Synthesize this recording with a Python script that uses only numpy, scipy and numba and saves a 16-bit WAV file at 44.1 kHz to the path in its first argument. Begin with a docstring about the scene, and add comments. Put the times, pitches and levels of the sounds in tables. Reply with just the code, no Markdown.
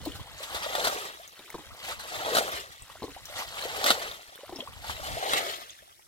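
"""Water in a shallow muddy pool is bailed with a plastic bucket: four swings, each a gulp as the rim dips, a swish
as it scoops, and a thrown sheet that patters and slaps down further left. Bubbles and droplets are short ringing
tones, fine spray is a crowd of tiny ones, and slaps are fading bursts of noise. A phone with two ports hears it
in the open air, with a muddy bank that scatters the sound, a little wind and a faint hush behind."""
import sys
import numpy as np
from scipy import signal
from scipy.fft import rfft, irfft
from scipy.io import wavfile
from scipy.ndimage import uniform_filter1d, map_coordinates
from numba import njit

SR = 44100
rng = np.random.default_rng(int(sys.argv[2]) if len(sys.argv) > 2 else 0)


def put_to_file(sound):
    """Save the sound as 16-bit audio at rate SR, in the file named by the first command-line argument."""
    columns = np.atleast_2d(sound).T  # one column per channel
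    safe = np.clip(columns, -1, 1)
    whole_steps = np.round(safe * 32767)
    wavfile.write(sys.argv[1], SR, whole_steps.astype(np.int16))


N = 267687
T = np.arange(N) / SR  # time in seconds

# The bucket scoops. Each row: rim dips in seconds, rim leaves the water in seconds, stir in dB, swish in dB,
# reach of the swing as extra lead of the left port in ms.
SCOOPS = [(0.076, 0.444, 5.5, -6, 0.32), (1.528, 1.906, -2, 1, 0.33), (3.02, 3.409, -3, 1, 0.28),
          (4.556, 4.917, -1.5, -1.5, 0.46)]
# The thrown water comes down. Each row: first drops in seconds, main sheet in seconds, last drops in seconds,
# crash in dB, crash length in seconds, churn in dB, extra droplets in dB, coarse spray in the crash in dB,
# middle bubble pitch in Hz.
THROWS = [(0.56, 0.878, 1.036, -2.5, 0.034, 0, 1, -4.5, 626),
          (2.14, 2.395, 2.557, -1, 0.035, 2, 0.5, -3.5, 605),
          (3.58, 3.91, 4.079, 2.5, 0.034, -1, 0, -2, 645),
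          (5.06, 5.385, 5.53, -1, 0.074, -0.5, -1.5, 3.5, 583)]
SCOOP_S = 0.057  # how long the stir of a scoop holds, in seconds
SCOOP_SLOPES = (58, 31)  # its rise and fall, in dB per second


def undb(db):
    """Turn decibels into a gain."""
    return 10 ** (np.asarray(db) / 20)


def curve(rows, at=T):
    """Join the columns of a table by straight lines in time."""
    s, *columns = np.transpose(rows)
    return [np.interp(at, s, column) for column in columns]


def unit(x):
    """Scale a sound to rms 1."""
    return x / np.sqrt(np.mean(x ** 2))


def steady(x, span_s):
    """Even out the slow level of a texture and keep its grain."""
    power = np.mean(x ** 2, axis=0)
    for _ in range(2):
        power = uniform_filter1d(power, max(int(span_s * SR), 2))
    return x / np.sqrt(np.abs(power) + 1e-4 * power.mean())


def colour(x, points, size=2048):
    """Filter through (Hz, dB) points without any sound ahead of its cause."""
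    hz, db = np.transpose(points)
    grid = np.maximum(np.arange(size // 2 + 1) * SR / size, 1)
    cepstrum = irfft(np.log(undb(np.interp(np.log(grid), np.log(hz), db))))
    # folding the cepstrum puts the whole response after time zero
    cepstrum[1:size // 2] *= 2
    cepstrum[size // 2 + 1:] = 0
    response = irfft(np.exp(rfft(cepstrum)))
    return signal.oaconvolve(x, response[None], axes=1)[:, :N]


def walk(corner_hz):
    """Smooth random wandering with spread 1, no faster than about the corner."""
    lowpass = signal.butter(2, corner_hz, fs=SR, output="sos")
    return unit(signal.sosfilt(lowpass, rng.standard_normal(N)))


def bursts(rows):
    """Noise that starts at once and fades, for rows of start in seconds, level in dB, fade time in seconds."""
    force, t = np.zeros(N), T[:SR // 10]
    for s, db, fade in rows:
        first = int(s * SR)
        force[first:first + len(t)] += undb(db) * np.exp(-t / fade)
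    return (force * rng.standard_normal(N))[None]


def bearing(at=T):
    """Lead of the left port in ms: it grows as each swing carries the water to the left."""
    dip_lead_ms, carry_s = 0.045, 0.63  # lead at the dip; pace of the swing to the left
    return_s = 0.18  # the bucket is back this long before a dip
    dip, *_, reach = np.transpose(SCOOPS)
    k = np.maximum(np.searchsorted(dip - return_s, at) - 1, 0)  # which swing it is
    carried = 1 - np.exp(-np.maximum(at - dip[k], 0) / carry_s)
    return dip_lead_ms + reach[k] * carried


def ports(x):
    """One source as both ports hear it: the right one hears it later."""
    lead = bearing() * SR / 1000
    return np.array([x, map_coordinates(x, [np.arange(N) - lead], order=3)])


@njit
def rings(start, hz, cycles, size, rise, onset):
    """Damped sines that speak within `onset` cycles and whose pitch climbs by `rise` in each decay time."""
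    out = np.zeros(N)
    for k in range(len(start)):
        life = cycles[k] / hz[k]
        first = max(int(start[k] * SR) + 1, 0)
        last = min(int((start[k] + 5 * life) * SR), N)
        for i in range(first, last):
            t = i / SR - start[k]
            age = t / life
            level = size[k] * min(t * hz[k] / onset, 1.) * np.exp(-age)
            out[i] += level * np.sin(2 * np.pi * hz[k] * t * (1 + rise * age / 2))
    return out


def grains(start, hz, cycles, size, rise, onset, stray_ms=0):
    """Rings as both ports hear them, each with the lead of its own place."""
    lead = (bearing(start) + stray_ms) / 1000
    return np.array([rings(start + side * lead / 2, 1. * hz, 1. * cycles, 1. * size, float(rise), float(onset))
                     for side in (-1, 1)])


def shower(flow_db, low_hz, high_hz, cycles, rise, spread_db, stray_ms, full_db, count):
    """Random grains with pitches between two limits; the stronger the flow, the more of them."""
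    when, keep, pitch, damp, big, sign, aside = rng.random((count, 7)).T
    start = when * N / SR
    strength, low, high = (np.interp(start, T, np.broadcast_to(c, N)) for c in (flow_db, low_hz, high_hz))
    live = keep < undb(.7 * (strength - full_db))
    hz = low * (high / low) ** pitch
    turns = cycles * 2 ** (2 * damp - 1)
    # small bubbles die sooner, so they start louder to carry the same energy
    size = undb(-spread_db * np.log(0.0099 + big)) * np.sqrt(hz / turns)
    size = np.sign(sign - .5) * size
    stray = stray_ms * np.log((aside + 1e-6) / (1 - aside))
    return grains(start[live], hz[live], turns[live], size[live], rise, 0.43, stray[live])


def stage(start, end, slopes):
    """Level in dB of something that rises, holds from start to end, and falls."""
    rise, fall = slopes
    return -rise * np.maximum(start - T, 0) - fall * np.maximum(T - end, 0)


def flow():
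    """Strength in dB of spray, droplets and bubbles: swings scoop, swish out, patter, crash and churn the pool."""
    # what each stage stirs up: spray, droplets and bubbles, in relative dB
    trickle_db, scoop_db, swish_db = (-53, -54.5, -67), (-54.5, -63, -58.5), (-37, -39.5, -44)
    patter_db, crash_db, churn_db = (-38.5, -38.5, -45), (-28, -30, -43), (-39.5, -34.5, -34)
    # how fast each stage comes and goes: rise and fall in dB per second
    swish_slopes, patter_slopes = (119, 190), (82, 106)
    crash_slopes, churn_slopes = (243, 720), (72.6, 95)
    swish_s, churn_s = 0.015, 0.074  # how long these stages hold
    drained_s, drain_db_per_s = 5.66, 28  # the trickle dies away after the last throw

    parts = [(trickle_db, -drain_db_per_s * np.maximum(T - drained_s, 0))]
    for dip, leave, stir, swish, _ in SCOOPS:
        parts += [(scoop_db, stage(dip, dip + SCOOP_S, SCOOP_SLOPES) + stir),
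                  (swish_db, stage(leave - swish_s, leave, swish_slopes) + swish)]
    for first, land, last, crash, crash_s, churn, droplets, _, _ in THROWS:
        breakup = np.array([0, droplets, 0])
        parts += [(breakup + patter_db, stage(first, last, patter_slopes)),
                  (breakup + crash_db, stage(land - crash_s, land, crash_slopes) + crash),
                  (breakup + churn_db, stage(land - churn_s, land, churn_slopes) + churn)]
    power = sum(np.outer(undb(mix) ** 2, undb(level) ** 2) for mix, level in parts)
    return 10 * np.log10(power)


def bubble_pitch():
    """Typical pitch in Hz of churned bubbles: it falls through each throw, and is lowest under the sunk bucket."""
    deepen = 2 ** 0.21  # start 0.21 octave above a throw's pitch, end as far below, as the water digs in
    sunk_hz, sunk_s = 384, 0.102  # pitch under the bucket; half its time under water
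    points = []
    for first, _, last, *_, hz in THROWS:
        points += [(first, hz * deepen), (last, hz / deepen)]
    open_hz = curve(points)[0]
    sunk = sum(np.exp(-((T - dip - SCOOP_S / 2) / sunk_s) ** 4) for dip, *_ in SCOOPS)
    return open_hz + (sunk_hz - open_hz) * sunk


def coarseness():
    """Coarse spray in dB relative to the fine: each crash breaks the water up in its own way."""
    patter_db, mist_s = 0.5, 0.11  # mix away from the crashes; how long a crash changes it
    crashes = sum((db - patter_db) * np.exp(-((T - land) / mist_s) ** 2) for _, land, *_, db, _ in THROWS)
    return patter_db + crashes


def water(spray_db, droplet_db, bubble_db):
    """Churned air rings as bubbles, falling droplets patter, and fine spray crackles; all come in clumps."""
    # Tone colour of the fine spray. Each row: frequency in Hz, level in dB.
    spray_colour = [(700, -17), (1550, -9.5), (1950, 1), (2450, -4), (3200, 2), (4000, 1), (5400, -4.5),
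                    (7800, -4), (10000, -7.5), (12500, -5), (15500, -11)]
    # Tone colour of the churned bubbles. Each row: frequency in Hz, level in dB.
    bubble_colour = [(100, -18), (250, -5), (400, -0.5), (600, 3), (730, 4), (900, 4), (1400, -21.5)]
    droplet_colour = [(600, 7.5), (1150, 1.5), (2000, -3.5), (3000, 6)]
    churn_hz = bubble_pitch()
    clumps = undb(0.87 * walk(24.3))
    bubbles = shower(bubble_db, 0.645 * churn_hz, 1.392 * churn_hz, cycles=2.13, rise=0.044,
                     spread_db=2.0, stray_ms=0.029, full_db=-40.5, count=4500)
    droplets = shower(droplet_db, 1036, 1917, cycles=2.24, rise=0.092,
                      spread_db=-1.0, stray_ms=0.015, full_db=-40, count=6000)
    spray = shower(spray_db, 1576, 15430, cycles=2.92, rise=0.11,
                   spread_db=3.0, stray_ms=0.026, full_db=-37, count=50000)
    # big drops ring low, mist rings high, and the mix keeps changing
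    coarse = signal.sosfiltfilt(signal.butter(3, 4300, fs=SR, output="sos"), spray)
    fine = spray - coarse
    spray = fine + coarse * undb(coarseness() + 0.65 * walk(17.7))
    # even out each texture, then let the flow set its level
    bubbles = steady(colour(bubbles, bubble_colour) * clumps, 0.33) * undb(bubble_db)
    droplets = steady(colour(droplets, droplet_colour) * clumps, 0.24) * undb(droplet_db - 3.0)
    spray = steady(colour(spray, spray_colour) * clumps, 0.09) * undb(spray_db - 1)
    return bubbles + droplets + spray


def drips(fall_db):
    """Stray drops fall from the rim and the hands, and land one by one even between the throws."""
    falling = shower(fall_db, 1385, 6560, cycles=5.4, rise=0.065,
                     spread_db=8.5, stray_ms=0.093, full_db=-60.5, count=420)
    falling = colour(falling, [(400, -20), (1300, -3), (4000, 9.0), (12000, -15.0)])
    return unit(falling) * undb(0.88 * fall_db - 27.5)


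def air():
    """Wind buffets each port on its own in uneven puffs, over a distant hush."""
    # Tone colour of the wind. Each row: frequency in Hz, level in dB.
    wind_colour = [(15, -20), (52, 5.5), (115, 0.5), (180, -9), (300, -13.5), (700, -39)]
    # Tone colour of the distant hush. Each row: frequency in Hz, relative level in dB per Hz.
    hush_colour = [(59, -18), (100, -8), (253, -30), (340, -3), (429, -22), (627, -5.5), (1040, -18),
                   (1840, -16), (2090, -22), (2520, -46), (5510, -4), (6390, -12), (9340, -7.5),
                   (13700, -12), (15500, -16)]
    # Strength of the wind on the ports. Each row: time in seconds, relative level in dB.
    gusts = [(0.0, -46), (0.22, -48), (0.34, -58), (0.64, -55), (1.42, -74.5), (1.57, -57), (2.69, -57),
             (2.72, -60.5), (4.06, -56.5), (4.38, -77), (4.58, -56), (4.65, -68), (4.7, -53), (5.14, -45),
             (5.29, -71), (5.34, -46), (5.38, -66), (6.07, -74.5)]
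    puffs = colour(rng.standard_normal((2, N)), wind_colour) * undb(5.0 * walk(17.0))
    wind = steady(puffs, 0.2) * undb(curve(gusts)[0] + 2.5)
    hush = unit(colour(rng.standard_normal((2, N)), hush_colour)) * undb(-60.5)
    return wind + hush


def drops():
    """A drop or bursting film cracks on the surface and leaves a tiny ringing bubble."""
    # Single drops and bursting films. Each row: start in seconds, relative level in dB, pitch in Hz,
    # crack in dB on top of that level.
    single_drops = [(0.053, -40.5, 4270, 11), (0.119, -37.5, 3070, -8), (0.8032, -26.5, 3660, -9),
                    (1.277, -42.5, 6350, 6.5), (1.392, -40, 3700, -2), (1.502, -40, 2120, 13.5),
                    (2.822, -34.5, 8160, -7), (3.03, -37.5, 4000, -19), (3.255, -34, 5660, 5),
                    (4.1139, -31, 3650, -4), (4.357, -47, 3360, 14), (4.56, -31.5, 5320, -14),
                    (4.6045, -29, 3200, -23), (5.696, -37.5, 3400, -14), (5.705, -37, 6400, -20)]
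    s, db, hz, crack_db = np.transpose(single_drops)
    crack = bursts(zip(s, db + crack_db, np.full(len(s), .0014)))
    crack = colour(crack, [(400, 1), (2000, -6), (4500, -4.5), (15000, -1)])
    bubble = grains(s + 0.000345, hz, np.full(len(s), 5.), undb(db + 7.5), rise=0.011, onset=0.99)
    return ports(crack[0]) + bubble


def plops():
    """Large bubbles break in with a knock and chirp upward as they near the surface."""
    # The largest single bubbles. Each row: start in seconds, relative level in dB, pitch in Hz,
    # cycles to fade to about a third (1/e).
    large_bubbles = [(0.061, -25, 577, 2.8), (0.152, -43, 750, 6.8), (0.195, -37.5, 930, 6.7),
                     (0.271, -41.5, 897, 7), (0.404, -33, 533, 4.6), (0.663, -25, 573, 4.9),
                     (0.752, -41, 645, 2.6), (0.781, -20.5, 536, 6), (0.96, -28, 416, 3.4),
                     (1.197, -41, 620, 9.4), (1.543, -29.5, 1040, 3.6), (1.708, -41, 1160, 9.6),
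                     (1.904, -28, 630, 2.1), (1.921, -26, 1130, 5.7), (2.223, -51, 615, 12),
                     (2.28, -26, 570, 5.5), (2.319, -23, 450, 9.3), (2.408, -18.5, 632, 4),
                     (2.899, -35, 1040, 4.7), (2.955, -31, 645, 1.4), (3.164, -32.5, 683, 5),
                     (3.297, -38, 538, 5.9), (3.421, -25.5, 970, 4.2), (3.653, -25, 442, 4.7),
                     (3.848, -26, 570, 7.5), (4.389, -38.5, 455, 2.5), (4.433, -33, 524, 5.4),
                     (4.492, -40, 700, 7.4), (4.524, -31.5, 633, 3.4), (4.623, -33, 487, 4.7),
                     (4.674, -29, 1000, 5.3), (4.844, -30.5, 779, 6.2), (4.897, -17.5, 970, 2.2),
                     (4.995, -33.5, 542, 4.2), (5.084, -29, 620, 7.3), (5.168, -24, 610, 7.6),
                     (5.226, -21, 676, 6.9), (5.262, -22.5, 715, 5.5), (5.313, -27, 645, 11.7)]
    s, db, hz, cycles = np.transpose(large_bubbles)
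    knock = grains(s, 1.45 * hz, np.full(len(s), 1.3), undb(db - 1.5), rise=0, onset=0.6)
    chirp = grains(s, hz, cycles, undb(db + 0.5), rise=0.159, onset=1.0)
    return knock + chirp


def gulps():
    """The rim cuts in with a short glug, and the air pocket under it falls in pitch as it opens into the bucket."""
    # The rim dips and traps air. Each row: start in seconds, relative level in dB, pitch the pocket settles to
    # in Hz, swell time in seconds, rim splash in dB on top of the pocket.
    rim_dips = [(0.067, -24.5, 302, 0.0077, -11.5), (0.091, -38.5, 286, 0.0084, -18),
                (1.391, -60, 341, 0.013, 13), (1.542, -33.5, 326, 0.0073, 0), (1.582, -48, 296, 0.015, 5.5),
                (3.020, -37, 366.4, 0.016, 4.5), (3.039, -25.5, 311, 0.004, -14),
                (3.078, -42, 278, 0.014, -2), (4.491, -44, 340, 0.0057, 1), (4.522, -33, 348, 0.0084, -10),
                (4.548, -42.5, 275, 0.017, -2), (4.585, -42.5, 249, 0.016, 4)]
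    pocket, splash = np.zeros(N), np.zeros(N)
    for s, db, hz, swell, splash_db in rim_dips:
        t = np.maximum(T - s, 0)[:int((s + .2) * SR)]
        # the pitch starts high and settles within a few ms
        phase = 2 * np.pi * hz * (t + 0.00286 * (1 - np.exp(-t / 0.0013)))
        swelling = (t / swell) ** 2 * np.exp(2 - 2 * t / swell)
        pocket[:len(t)] += undb(db) * swelling * np.sin(phase)
        splash[:len(t)] += undb(db + splash_db) * (1 - np.exp(-t / 0.0021)) * np.exp(-t / 0.011)
    splash_colour = [(150, 14), (400, 22.0), (750, 14.0), (1020, 20.5), (1500, -17), (4000, -1.5), (12000, -12.5)]
    wet = colour((splash * rng.standard_normal(N))[None], splash_colour)
    s, db, hz, _, splash_db = np.transpose(rim_dips)
    glug = grains(s, 3.084 * hz, np.full(len(s), 6.), undb(db + splash_db - 0.5), rise=-0.094, onset=2.7)
    return ports(pocket + wet[0]) + glug


def gurgles():
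    """Small bubbles blip one by one in the wake of the bucket."""
    pitch_hz = 913
    wake_db = np.max([stage(dip, leave, SCOOP_SLOPES) for dip, leave, *_ in SCOOPS], axis=0)
    blips = shower(wake_db, 0.6 * pitch_hz, 1.76 * pitch_hz, cycles=3.7, rise=0.158,
                   spread_db=1.5, stray_ms=0.039, full_db=2, count=420)
    return unit(blips) * undb(-58.5)


def slaps():
    """Each lump lands with a sharp burst of crackle and a short thud from the cavity it digs."""
    # Lumps of water slap down. Each row: start in seconds, relative level in dB, fade time in seconds,
    # thud in dB on top of that level.
    lumps = [(0.151, -41, 0.023, -9), (0.545, -27.5, 0.017, 7.5), (0.752, -16.5, 0.0018, 8),
             (0.847, -22.5, 0.0097, -3), (0.871, -18.5, 0.011, -23), (1.993, -36, 0.025, -3),
             (2.35, -16, 0.009, 8), (2.368, -17.5, 0.0099, 11), (2.384, -15, 0.0061, 8),
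             (3.842, -10.5, 0.0018, -29), (3.862, -12, 0.0022, 0), (3.883, -22, 0.0011, 10),
             (3.904, -8.5, 0.0045, 5), (3.912, -13, 0.0021, -11), (5.334, -13.5, 0.0037, -1)]
    # Tone colour of the crackle. Each row: frequency in Hz, level in dB.
    slap_colour = [(60, -32.5), (250, 3.5), (550, -4.5), (950, 9), (1400, 15), (2400, -2), (3800, 11),
                   (5500, -1), (8000, -3), (12500, -5.5), (16000, -12)]
    s, db, fade, thud_db = np.transpose(lumps)
    thud_hz = rng.uniform(460, 632, len(s))
    thuds = grains(s, thud_hz, np.full(len(s), 1.5), undb(db + thud_db - 4.5), rise=0.22, onset=0.67)
    crackle = colour(bursts(zip(s, db, fade)), slap_colour)[0]
    return undb(-4) * ports(crackle) + thuds


def bank(x, count=4):
    """Mud ridges scatter the treble along shifting paths; the grassy bank adds a faint short tail."""
    t, out = T[:SR // 4], 0
    fades = np.array([np.exp(-t / 0.0087), np.exp(-t / 0.015)])
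    for _ in range(count):
        near, far = rng.standard_normal((2, 2, len(t))) * fades[:, None]
        echo = (undb(-5.0) * unit(near) + undb(-7.0) * unit(far)) / np.sqrt(len(t) * count)
        # each path comes and goes as the water moves
        out = out + signal.oaconvolve(x * walk(15.6), echo, axes=1)[:, :N]
    return colour(out, [(300, -7.5), (1200, -6), (2500, 1), (8000, 3.0)])


def scene():
    """All the water, slightly to the left, in the open air."""
    spray_db, droplet_db, bubble_db = flow()
    pool = water(spray_db, droplet_db, bubble_db) + drips(spray_db)
    pool = pool + drops() + plops() + gulps() + gurgles() + slaps()
    pool = pool * undb(-1.5)
    sides = undb([[.55], [-.55]])  # left a little louder than right
    return (pool + bank(pool)) * sides + air()


def record(dry):
    """The phone cuts the top: a steep low-pass at 15.9 kHz."""
    return signal.sosfilt(signal.ellip(10, .2, 80, 15900, fs=SR, output="sos"), dry)


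dry = scene()
out = record(dry)
put_to_file(out)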